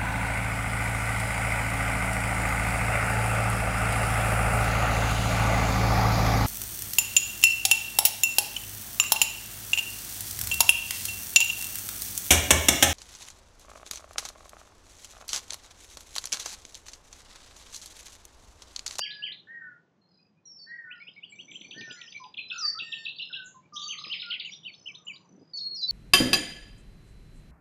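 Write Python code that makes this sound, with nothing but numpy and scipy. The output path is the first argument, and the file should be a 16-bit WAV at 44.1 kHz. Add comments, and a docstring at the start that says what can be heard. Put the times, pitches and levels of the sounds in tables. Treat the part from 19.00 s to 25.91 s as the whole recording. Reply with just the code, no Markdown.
"""A path through trees: small birds sing over each other, with quick swept chirps and chatter nearby,
thin whistles and trills higher up, and a fluting bird and a two-voiced falling call further off.
Each voice is a trembling near-sine swept in pitch and swelled in level; random echoes stand for trunks and
leaves. Under the birds lie shaped noise for a faint rumble and soft buffets, a far hum, and dull knocks
close to the microphone."""
import sys
import numpy as np
from scipy import signal
from scipy.fft import rfft, irfft, next_fast_len
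from scipy.io import wavfile
from scipy.ndimage import uniform_filter1d

SR = 44100
rng = np.random.default_rng(int(sys.argv[2]) if len(sys.argv) > 2 else 0)


def bounce(signal):
    """Save signal as a 16-bit WAV file at the path given by the first command-line argument."""
    frames = np.transpose(np.atleast_2d(signal))
    limited = np.clip(frames, -1, 1)
    pcm = np.round(limited * 32767).astype(np.int16)
    wavfile.write(sys.argv[1], SR, pcm)


N = 304731
TIME = np.arange(N) / SR  # seconds

# near birds: a syllable is one sweep of pitch with a turn, under one swell of force, by name:
# [length_s, turn_share, start_hz, turn_hz, end_hz, loudest_share, rise_db, fade_db]
SYLLABLES = { "tsiew": (.072, .42, 2700, 3230, 1950, 0.26, 11, 22.3),
             "chew": (.058, .34, 2800, 3060, 2220, 0.086, 5.8, 13.6),
             "flick": (.024, .58, 2800, 4250, 3500, 0.43, 3.6, 6.4),
             "wit": (0.03, .7, 2850, 3800, 3600, 0.49, 22, 11),
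             "rise": (.037, .8, 2220, 3300, 3400, 0.56, 29, 20.7),
             "peep": (.038, 0.39, 2220, 2400, 2270, 0.45, 8.9, 13),
             "tick": (.013, 0.402, 4500, 3420, 2200, 0.33, 24, 16),
             "whip": (.026, .27, 5200, 3350, 1860, 0.23, 10, 24.6),
             "hook": (.015, 0.47, 2800, 4100, 2900, 0.64, 8.7, 3.5),
             "dip": (0.0218, 0.35, 2840, 2650, 3000, 0.46, 5.4, 16),
             "zip": (0.024, 0.22, 4600, 5540, 3600, 0.19, 13, 7)}
# when each call is given, by call: [start_s, level_db]
CHATTER_CALL_TIMES = { "tsiew-it": [(.008, -28.5), (.221, -30), (4.884, -31), (5.097, -29.5),
                      (5.299, -29.5)], "chew-it": [(5.446, -34.5), (5.649, -32.5), (5.857, -35),
                      (6.067, -33)], "wit": [(4.758, -32.5), (5.516, -39), (5.627, -44), (5.938, -44)],
                      "see-saw": [(1.900, -37.5), (2.062, -38), (2.220, -37.5), (2.379, -38.5),
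                      (2.537, -37.5), (2.712, -39.5), (2.890, -41.5), (3.062, -43.5)],
                      "peep": [(3.143, -39.5)], "tick": [(2.512, -37.5), (2.609, -38), (2.707, -38),
                      (2.806, -36.5), (2.908, -37.5), (3.011, -36), (3.120, -38), (3.237, -44.5),
                      (3.338, -40.5)], "whip": [(5.036, -34), (5.124, -30), (5.214, -30.5), (5.304, -29.5),
                      (5.396, -30)], "chup": [(3.369, -32), (3.498, -30.5), (3.786, -29.5), (3.917, -28)],
                      "chuwi": [(4.048, -31), (4.183, -29.5), (4.325, -32)], "zip": [(6.571, -37.5),
                      (6.828, -36.5)]}
# calls of more than one syllable, by call: [syllable name, delay_s, level_db]
PHRASES = { "tsiew-it": [("tsiew", 0, 0), ("flick", .093, -7)], "chew-it": [("chew", 0, 0),
           ("flick", .086, -14.5)], "see-saw": [("rise", 0, 0), ("peep", .099, -8)],
           "chup": [("hook", 0, -2.3), ("dip", .011, 0)], "chuwi": [("hook", 0, -2.5), ("dip", .011, 0),
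           ("flick", 0.031, -5.5)]}
# how strongly the trees answer each call, by where its bird sits: [level_db]
SCATTER_DB = {"tsiew-it": -2.5, "chew-it": -12, "wit": -5, "see-saw": -8, "peep": -6.5, "tick": -4.5,
              "whip": -2, "chup": -2.5, "chuwi": -1.5, "zip": -3}
# how flat the first of a call is, halving with each repeat: [share of pitch]
WARM_UP = {"chup": .08, "see-saw": 0.045, "tick": .08}
# lag of the ground reflection: [shortest_s, longest_s]
GROUND_LAG_S = (.001, .004)
GROUND_DB, FIRST_ECHO_S = -7.5, .006
SYLLABLE_JITTER = .013  # random tremble, as a share of the pitch
EASE_POWER = 1.7  # how much a sweep slows after its turn

# thin whistles that slide down and settle: [start_s, length_s, start_hz, held_hz, loudest_share, level_db]
WHISTLES = [ (0, 0.053, 4717, 4646, 0, -30), (1.453, 0.17, 5770, 5385, 0, -45),
            (1.586, 0.085, 4696, 4490, 0.14, -45.5), (2.294, 0.046, 7800, 7490, 0.7, -55),
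            (2.508, 0.082, 7500, 7300, 0.39, -58.5), (2.918, 0.06, 7350, 6940, 0.1, -52),
            (3.185, 0.12, 5120, 4845, 0.54, -57.5), (3.375, 0.16, 4160, 4000, 0.38, -46.5),
            (3.578, .13, 6180, 4560, .68, -22.5), (4.82, 0.057, 4610, 4560, 0.8, -38),
            (4.876, 0.025, 6460, 6050, 0.46, -34.5), (4.898, 0.075, 6340, 6310, 0.07, -43.5),
            (5.669, 0.087, 4600, 4410, .6, -53.5), (6.048, 0.069, 7300, 6960, 0.5, -54.5),
            (6.533, 0.067, 4560, 4417, 0.76, -33), (6.6, 0.2, 4310, 4305, 0.29, -31.5),
            (6.746, 0.084, 5920, 4650, 0.2, -33), (6.809, 0.055, 4230, 3990, 0.67, -27.5),
            (6.876, 0.058, 4610, 4370, 0.34, -23.5)]
WHISTLE_RISE_DB, WHISTLE_FADE_DB = 5, 10  # how far below its peak the swell starts and ends
SHARP_DB_PER_HZ = .006  # a whistle is weaker while still above its held pitch
WHISTLE_JITTER = .005  # share of the pitch
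WAVER_DB = 2.1  # unsteady force of held notes

# fluting bird: [start_s, length_s, start_hz, held_hz, end_hz, loudest_share, level_db]
FLUTE = [ (0.018, 0.3, 1690, 1686, 1700, 0.36, -44), (3.197, 0.054, 1060, 1009, 1000, 0.52, -42),
         (3.235, 0.042, 1020, 848, 694, 0.1, -48.5), (3.596, 0.077, 1425, 1222, 1226, 0.36, -39.5),
         (3.746, 0.047, 1287, 1268, 1580, 0.67, -38.5), (4.297, 0.028, 1650, 1455, 1400, 0.75, -46),
         (4.35, 0.14, 1618, 1489, 1542, 0.22, -43.5), (4.542, 0.041, 1100, 1019, 1023, 0.6, -49),
         (4.722, 0.16, 1209, 1178, 1240, 0.33, -42), (5.223, 0.12, 1453, 1399, 1560, 0.52, -45)]
# its one reedy note: [start_s, length_s, start_hz, held_hz, end_hz, loudest_share, level_db]
REEDY = (3.824, 0.25, 1860, 1814, 1800, 0.5, -48.5)
# overtones of the reedy note: [multiple of pitch, level_db]
REEDY_OVERTONES = [(2, -4), (3, -10.5), (4, -12.5)]
# its one quavering note: [start_s, length_s, start_hz, held_hz, end_hz, loudest_share, level_db]
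QUAVER = (3.512, 0.1, 1500, 1410, 1350, .6, -43)
FLUTE_RISE_DB, FLUTE_FADE_DB = 8.5, 8
SETTLE_SHARE, SETTLE_POWER = .3, 1.6  # a note finds its pitch early
BEND_POWER = 5.84  # and bends away only at the very end
SWELL_POWER = 1.59  # roundness of the top of a swell

# falling calls: [start_s, pitch_share, handover_s, level_db, aftertone_db]
FALLING_CALLS = [(0.467, 1.012, 0.14, -44, -67.5), (1.66, 1.027, 0.185, -43.5, -53.5),
                 (2.736, .98, .13, -47, -50.5)]
# tones of the falling call; the lower side of the syrinx takes over near the end:
# [pitch_share, share of the handover time waited, length_s, loudest_share, rise_db, fade_db, level_db]
TWO_VOICES = [(0.98, 0.012, .27, 0.19, 19, 16.5, 2.5), (.835, 0.027, 0.19, 0.3, 9.5, 5.5, -12),
              (.815, 0.98, 0.19, 0.17, 16, 19.5, -1)]
# sliding tone that ends the falling call: [delay_s, length_s, start_hz, end_hz]
AFTERTONE = (.222, .115, 2070, 1790)
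# before the pitch shares: the pitch scoops up, then sags steadily
FALL_HZ, SAG_HZ_PER_S, SCOOP_HZ, SCOOP_S = 2000, 950, 280, .036

# runs of short pips, high trills overhead and one low pulsing note of the fluting bird:
# [start_s, end_s, pitch_hz, pips_per_s, level_db]
PIP_RUNS = [ (1.083, 1.24, 4956, 35, -61), (1.953, 2.148, 4980, 50, -60), (2.36, 3.217, 6007, 43, -51.5),
            (3.483, 3.6, 5250, 25.5, -46.5), (4.189, 4.36, 5215, 32, -53), (4.899, 5.083, 1194, 36, -46.5),
            (4.995, 5.099, 5055, 48.6, -42), (5.233, 5.31, 4970, 37, -42.5), (5.506, 5.542, 5690, 82, -44),
            (5.729, 6.0, 6016, 32, -55.5), (5.745, 5.93, 5210, 31, -52.5), (6.175, 6.37, 6034, 27, -64),
            (6.395, 6.534, 4940, 51, -64.5)]
RUN_RISE_DB, RUN_FADE_DB = 5, 1.5  # a run gathers force and eases a little at its end
# raspy notes and short blurred bits of whistle, before a common lift in level and flutter:
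# [start_s, length_s, pitch_hz, flutter_hz, level_db]
FLUTTERED_NOTES = [ (0, 0.02, 5250, 300, -47), (2.775, 0.032, 4470, 301, -52.5),
                   (3.509, 0.13, 4090, 347.4, -50), (3.631, 0.08, 5390, 350, -44),
                   (3.612, 0.13, 1823, 130, -53), (4.436, 0.083, 6840, 372, -56),
                   (4.73, 0.051, 5600, 602, -46.5), (4.776, 0.099, 6190, 478, -51),
                   (4.748, .11, 3545, 302, -42), (5.44, .07, 6660, 220.2, -64),
                   (5.479, 0.066, 4910, 120.4, -57.5), (6.126, 0.035, 4730, 90, -55.5),
                   (6.559, 0.023, 6440, 199, -55), (6.81, 0.021, 6380, 148, -57)]
FLUTTER_SPEED_HZ = 450  # how fast the pitch flutters

# twittering deeper in the trees, level before scatter: [start_s, end_s, pitch_hz, spread_share, level_db]
TWITTERS = [(0.041, .28, 4750, 0.03, -52), (1.016, 1.18, 4110, 0.065, -69), (1.949, 2.6, 4066, 0.16, -67.5),
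            (2.603, 2.8, 4400, .08, -61.5), (2.784, 3.15, 4706, 0.16, -54), (3.529, 3.66, 7090, 0.08, -60),
            (3.804, 4.2, 4274, .12, -52.5), (4.95, 5.299, 4507, 0.15, -49.5),
            (5.899, 6.27, 1084, 0.21, -68)]
# single chirps deeper in the trees, level before scatter: [start_s, pitch_hz, level_db]
FAR_CHIRPS = [(1.18, 2530, -73), (1.24, 2550, -74), (1.355, 2440, -75.5), (1.44, 4130, -64),
              (1.67, 4130, -59.5), (2.0, 2390, -49.5), (4.15, 4523, -48), (4.62, 2322, -64)]
FAR_CHIRP_S, FAR_CHIRP_RISE = .035, 0.059  # length, and share by which the pitch climbs

# soft knocks: [start_s, peak_db]
KNOCKS = [(2.08, -53.5), (2.691, -50.5), (2.758, -43), (2.808, -42.5), (2.875, -45), (2.905, -47),
          (3.815, -49.5), (5.064, -46.5), (6.411, -44)]
# relative spectrum of the knocks: [frequency_hz, level_db]
KNOCK_COLOUR = [(30, -49.5), (150, 4.5), (450, -0.5), (900, -15), (1700, -49.5)]
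KNOCK_RISE_S, KNOCK_DECAY_S = 0.0054, .011

# soft buffets of air, before fluttering: [start_s, length_s, level_db]
BUFFETS = [(2.266, 0.6, -60.5), (2.757, 0.11, -57.5), (6.281, 0.2, -55), (6.665, 0.085, -59.5)]
# relative spectrum of the buffets: [frequency_hz, level_db]
BUFFET_COLOUR = [(41, -59), (70, -26.5), (172, 11.5), (328, 11.5), (1100, -25), (2000, -89)]
# relative spectrum of the distant rumble: [frequency_hz, level_db]
RUMBLE = [(22, -62), (125, -6.5), (466, -15), (1070, -22.5), (2500, -33), (6500, -40.5), (9620, -60)]
# rumble level through time, before its low part sways: [time_s, level_db]
RUMBLE_LEVEL = [(.25, -66), (1.4, -72.5), (2.7, -66.5), (6.9, -66)]
RUMBLE_SWAY_DB = 3
# far hum, before it wavers: [time_s, level_db]
HUM = [(4.6, -71), (5.3, -66.5)]

TRUNK_ECHOES_PER_S, LEAVES_DB = 750, -25
CUTOFF_HZ = 8100  # top of the recorder's range


def chatterers():
    """Near birds string syllables into quick phrases; they move as they sing, so each note echoes differently."""
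    out = np.zeros(N)
    for call, times in CHATTER_CALL_TIMES.items():
        for name, delay, level_db in PHRASES.get(call, [(call, 0, 0)]):
            hz, db = syllable(*SYLLABLES[name])
            for k, (s, call_db) in enumerate(times):
                flatness = WARM_UP.get(call, 0) / 2 ** k
                pitch = hz * (1 - flatness + 0.0081 * rng.standard_normal())
                force_db = db + level_db + call_db + 2 * wander(len(db), speed_hz=150)
                sound = syrinx(pitch, force_db, jitter=SYLLABLE_JITTER, jitter_hz=372, fade_s=0.004)
                add(out, s + delay, sound)
                # mirrored by the ground
                add(out, s + delay + rng.uniform(*GROUND_LAG_S), sound * undb(GROUND_DB))
                echo = scatter(sound, t60=0.26) * undb(SCATTER_DB[call])
                add(out, s + delay + FIRST_ECHO_S, echo)
    return out


def whistlers():
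    """High pure notes start sharp and settle as the syrinx relaxes; their force wavers."""
    out = np.zeros(N)
    for s, length, start_hz, held_hz, loudest, level_db in WHISTLES:
        part = progress(length)
        hz = settle(part, start_hz, held_hz)
        db = level_db + swell(part, loudest, WHISTLE_RISE_DB, WHISTLE_FADE_DB)
        db -= SHARP_DB_PER_HZ * (hz - held_hz)
        db += WAVER_DB * wander(len(hz), speed_hz=70)
        add(out, s, syrinx(hz, db, jitter=WHISTLE_JITTER))
    return trees(out, wet_db=-4.5, t60=0.39)


def fluter():
    """A larger bird flutes low notes; one quavers in pitch and force, and one is reedy with overtones."""
    out = np.zeros(N)
    for s, *note in FLUTE:
        add(out, s, syrinx(*flute_note(*note), jitter=0.006))
    s, *note = REEDY
    hz, db = flute_note(*note)
    add(out, s, syrinx(hz, db, jitter=0.0039, overtones=REEDY_OVERTONES, fade_s=0.013))
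    s, *note = QUAVER
    hz, db = flute_note(*note)
    quaver_hz, depth_hz, depth_db = 68, 80, 4
    cycle = 2 * np.pi * quaver_hz * TIME[:len(hz)]
    add(out, s, syrinx(hz + depth_hz * np.cos(cycle), db + depth_db * np.sin(cycle)))
    return trees(out, wet_db=-5.0, t60=0.22)


def falling_caller():
    """Two sides of the syrinx overlap in slightly hoarse falling tones; a higher aftertone slides down last."""
    out = np.zeros(N)
    for s, pitch, handover_s, call_db, after_db in FALLING_CALLS:
        for share, waits, length, loudest, rise_db, fade_db, level_db in TWO_VOICES:
            part = progress(length)
            delay = waits * handover_s
            t = delay + part * length
            hz = pitch * share * (FALL_HZ - SAG_HZ_PER_S * t - SCOOP_HZ * np.exp(-t / SCOOP_S))
            db = call_db + level_db + swell(part, loudest, rise_db, fade_db)
            db += WAVER_DB * wander(len(t), speed_hz=70)
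            add(out, s + delay, syrinx(hz, db, jitter=0.015, jitter_hz=353))
        delay, length, start_hz, end_hz = AFTERTONE
        part = progress(length)
        hz = start_hz + (end_hz - start_hz) * part
        db = after_db + swell(part, loudest=0.64, rise_db=7, fade_db=8.5)
        add(out, s + delay, syrinx(hz, db, jitter=.018, jitter_hz=353))
    return trees(out, wet_db=-7.0, t60=0.31)


def pips_and_flutters():
    """Uneven runs of falling pips, and raspy notes and blurred bits of whistle fluttering at random in pitch."""
    out = np.zeros(N)
    pip = np.linspace(1, -1, int(0.011 * SR))
    for start, end, hz, rate, level_db in PIP_RUNS:
        times = np.arange(start, end, 1 / rate)
        part = (times - start) / (end - start)
        force_db = level_db + swell(part, .5, RUN_RISE_DB, RUN_FADE_DB)
        unevenness = rng.standard_normal((len(times), 2))
        for s, db, (late, loud) in zip(times, force_db, unevenness):
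            add(out, s + 0.003 * late, syrinx(hz * (1 + .012 * pip), db + 2 * loud))
    for s, length, hz, flutter_hz, level_db in FLUTTERED_NOTES:
        size = int(length * SR)
        # tanh bounds the flutter
        pitch = hz + 1.3 * flutter_hz * np.tanh(wander(size, speed_hz=FLUTTER_SPEED_HZ))
        db = level_db + 3.0 + 3 * wander(size, speed_hz=110)
        add(out, s, syrinx(pitch, db, fade_s=length / 3))
    return trees(out, wet_db=-2.5, t60=0.28)


def hidden_birds():
    """Loose twittering and chirps that arrive only by way of trunks and leaves, and so are blurred."""
    out = np.zeros(N)
    note = np.linspace(1, -1, int(FAR_CHIRP_S * SR))
    for start, end, hz, spread, level_db in TWITTERS:
        times = np.arange(start, end, len(note) / SR)
        looseness = rng.uniform(-1, 1, (len(times), 3))
        for s, (late, pitch, slope) in zip(times, looseness):
            sweep_hz = hz * (1 + spread * (pitch + slope * note / 2))
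            add(out, s + 0.013 * late, syrinx(sweep_hz, level_db))
    for s, hz, level_db in FAR_CHIRPS:
        add(out, s, syrinx(hz * (1 - FAR_CHIRP_RISE * note / 2), level_db))
    return trees(out, wet_db=1.0, t60=0.17) - out  # the direct sound is taken away


def knocks():
    """Soft dull knocks close to the microphone, each a quickly damped thud of shaped noise."""
    out = np.zeros(N)
    t = TIME[:SR // 8]
    body = coloured(KNOCK_COLOUR)
    envelope = (1 - np.exp(-t / KNOCK_RISE_S)) * np.exp(-t / KNOCK_DECAY_S)
    for s, peak_db in KNOCKS:
        thud = body[int(s * SR):][:len(t)] * envelope
        add(out, s, thud * undb(peak_db) / np.abs(thud).max())
    return out


def air():
    """Outdoor floor: noise whose low rumble rises and sinks, a far hum and fluttering buffets of air."""
    return rumble() + hum() + buffets()


def rumble():
    """Distant rumble: shaped noise whose part below about 200 Hz sways at random."""
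    floor = coloured(RUMBLE) * undb(np.interp(TIME, *np.transpose(RUMBLE_LEVEL)))
    low = signal.sosfilt(signal.butter(1, 200, fs=SR, output="sos"), floor)
    return floor - low + low * undb(RUMBLE_SWAY_DB * wander(N, speed_hz=29))


def hum():
    """Far hum: a low tone unsteady in pitch and level."""
    hum_hz = 175
    db = np.interp(TIME, *np.transpose(HUM)) + 3 * wander(N, speed_hz=26.0)
    return syrinx(np.full(N, hum_hz), db, jitter=0.095, jitter_hz=35.7)


def buffets():
    """Soft buffets of air: low noise under rounded gusts, fluttering at random."""
    gust = np.zeros(N)
    for s, length, level_db in BUFFETS:
        add(gust, s, undb(level_db) * np.hanning(int(length * SR)) ** .5)
    flutter_db = 2.8 * wander(N, speed_hz=56.0) - 1.0
    return gust * coloured(BUFFET_COLOUR) * undb(flutter_db)


def syrinx(hz, db, jitter=0.0085, jitter_hz=150, overtones=(), fade_s=0.0045):
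    """A near-sine whose pitch trembles a little, with soft ends and optional overtones."""
    size = len(hz)
    phase = 2 * np.pi * np.cumsum(hz * (1 + jitter * wander(size, jitter_hz))) / SR
    tone = np.sin(phase)
    for multiple, level_db in overtones:
        tone = tone + undb(level_db) * np.sin(round(multiple) * phase)
    nearest_end = np.minimum(np.arange(size), np.arange(size)[::-1])
    fade = np.minimum(nearest_end / (fade_s * SR), 1)
    return tone * undb(db) * np.sin(np.pi / 2 * fade) ** 2


def syllable(length, turn, start_hz, turn_hz, end_hz, loudest, rise_db, fade_db):
    """Pitch and level of a quick sweep that leaves its one rounded turn fast and then eases off."""
    part = progress(length)
    turn = np.clip(turn, .05, .95)
    left = np.minimum((1 - part) / (1 - turn), 1)
    before_hz = start_hz + (turn_hz - start_hz) * part / turn
    after_hz = end_hz + (turn_hz - end_hz) * left ** EASE_POWER
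    hz = np.where(part < turn, before_hz, after_hz)
    rounded_hz = uniform_filter1d(hz, size=110, mode="nearest")
    return rounded_hz, swell(part, loudest, rise_db, fade_db)


def flute_note(length, start_hz, held_hz, end_hz, loudest, level_db):
    """Pitch and level of a note that settles, holds and bends away as it ends."""
    part = progress(length)
    hz = settle(part, start_hz, held_hz) + (end_hz - held_hz) * part ** BEND_POWER
    return hz, level_db + swell(part, loudest, FLUTE_RISE_DB, FLUTE_FADE_DB)


def settle(part, start_hz, held_hz):
    """Pitch that starts sharp and settles as the syrinx relaxes."""
    return held_hz + (start_hz - held_hz) * np.exp(-(part / SETTLE_SHARE) ** SETTLE_POWER)


def swell(part, loudest, rise_db, fade_db):
    """Level in dB through a note: it rises to its loudest moment and fades."""
    loudest = np.clip(loudest, .02, .98)
    before = np.maximum(1 - part / loudest, 0)
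    after = np.maximum((part - loudest) / (1 - loudest), 0)
    return -rise_db * before ** SWELL_POWER - fade_db * after ** SWELL_POWER


def progress(length):
    """The share of a note gone by, for each of its samples."""
    return np.linspace(0, 1, int(length * SR))


def trees(x, wet_db, t60):
    """A sound together with its scatter."""
    return x + undb(wet_db) * scatter(x, t60)[:N]


def scatter(x, t60, far_db=-37, far_t60=0.97, build_s=0.0036):
    """Trunk echoes and a haze from leaves build up and die fast; the deeper wood rings on faintly."""
    t = TIME[:SR]
    strength = rng.standard_normal(SR)
    trunks = rng.random(SR) < TRUNK_ECHOES_PER_S / SR
    near_decay = undb(-60 * t / t60)
    far_decay = undb(far_db - 60 * t / far_t60)
    echoes = strength * (undb(LEAVES_DB) + trunks) * (1 - np.exp(-t / build_s)) * (near_decay + far_decay)
    return signal.fftconvolve(x, echoes / np.linalg.norm(echoes))


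def coloured(points):
    """Noise of rms 1 with a spectrum through (Hz, dB) points."""
    hz, db = np.transpose(points)
    bins_hz = np.fft.rfftfreq(N, 1 / SR)
    gain = undb(np.interp(np.log(bins_hz + 1), np.log(hz), db))
    noise = irfft(rfft(rng.standard_normal(N)) * gain, N)
    return noise / noise.std()


def wander(size, speed_hz):
    """Smooth random motion with spread 1."""
    span = next_fast_len(size + SR // 4, True)
    hz = np.fft.rfftfreq(span, 1 / SR)
    motion = irfft(rfft(rng.standard_normal(span)) * np.exp(-(hz / speed_hz) ** 2), span)
    return motion[:size] / motion.std()


def add(out, s, sound):
    """Mix a sound in at time s, cut where it passes either end."""
    i = int(round(s * SR))
    sound, i = sound[max(-i, 0):], max(i, 0)
    out[i:i + len(sound)] += sound[:max(N - i, 0)]


def undb(db):
    """Decibels to gain."""
    return 10 ** (np.asarray(db) / 20)


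def scene():
    """All the birds over the knocks and the outdoor floor, in mono."""
    near = chatterers()
    higher_and_further = whistlers() + fluter() + falling_caller() + pips_and_flutters() + hidden_birds()
    mono = near + higher_and_further + knocks() + air()
    return mono[None]


def record(dry):
    """The recorder cuts the top steeply."""
    return signal.sosfilt(signal.ellip(8, .2, 60, CUTOFF_HZ, fs=SR, output="sos"), dry)


dry = scene()
out = record(dry)
bounce(out)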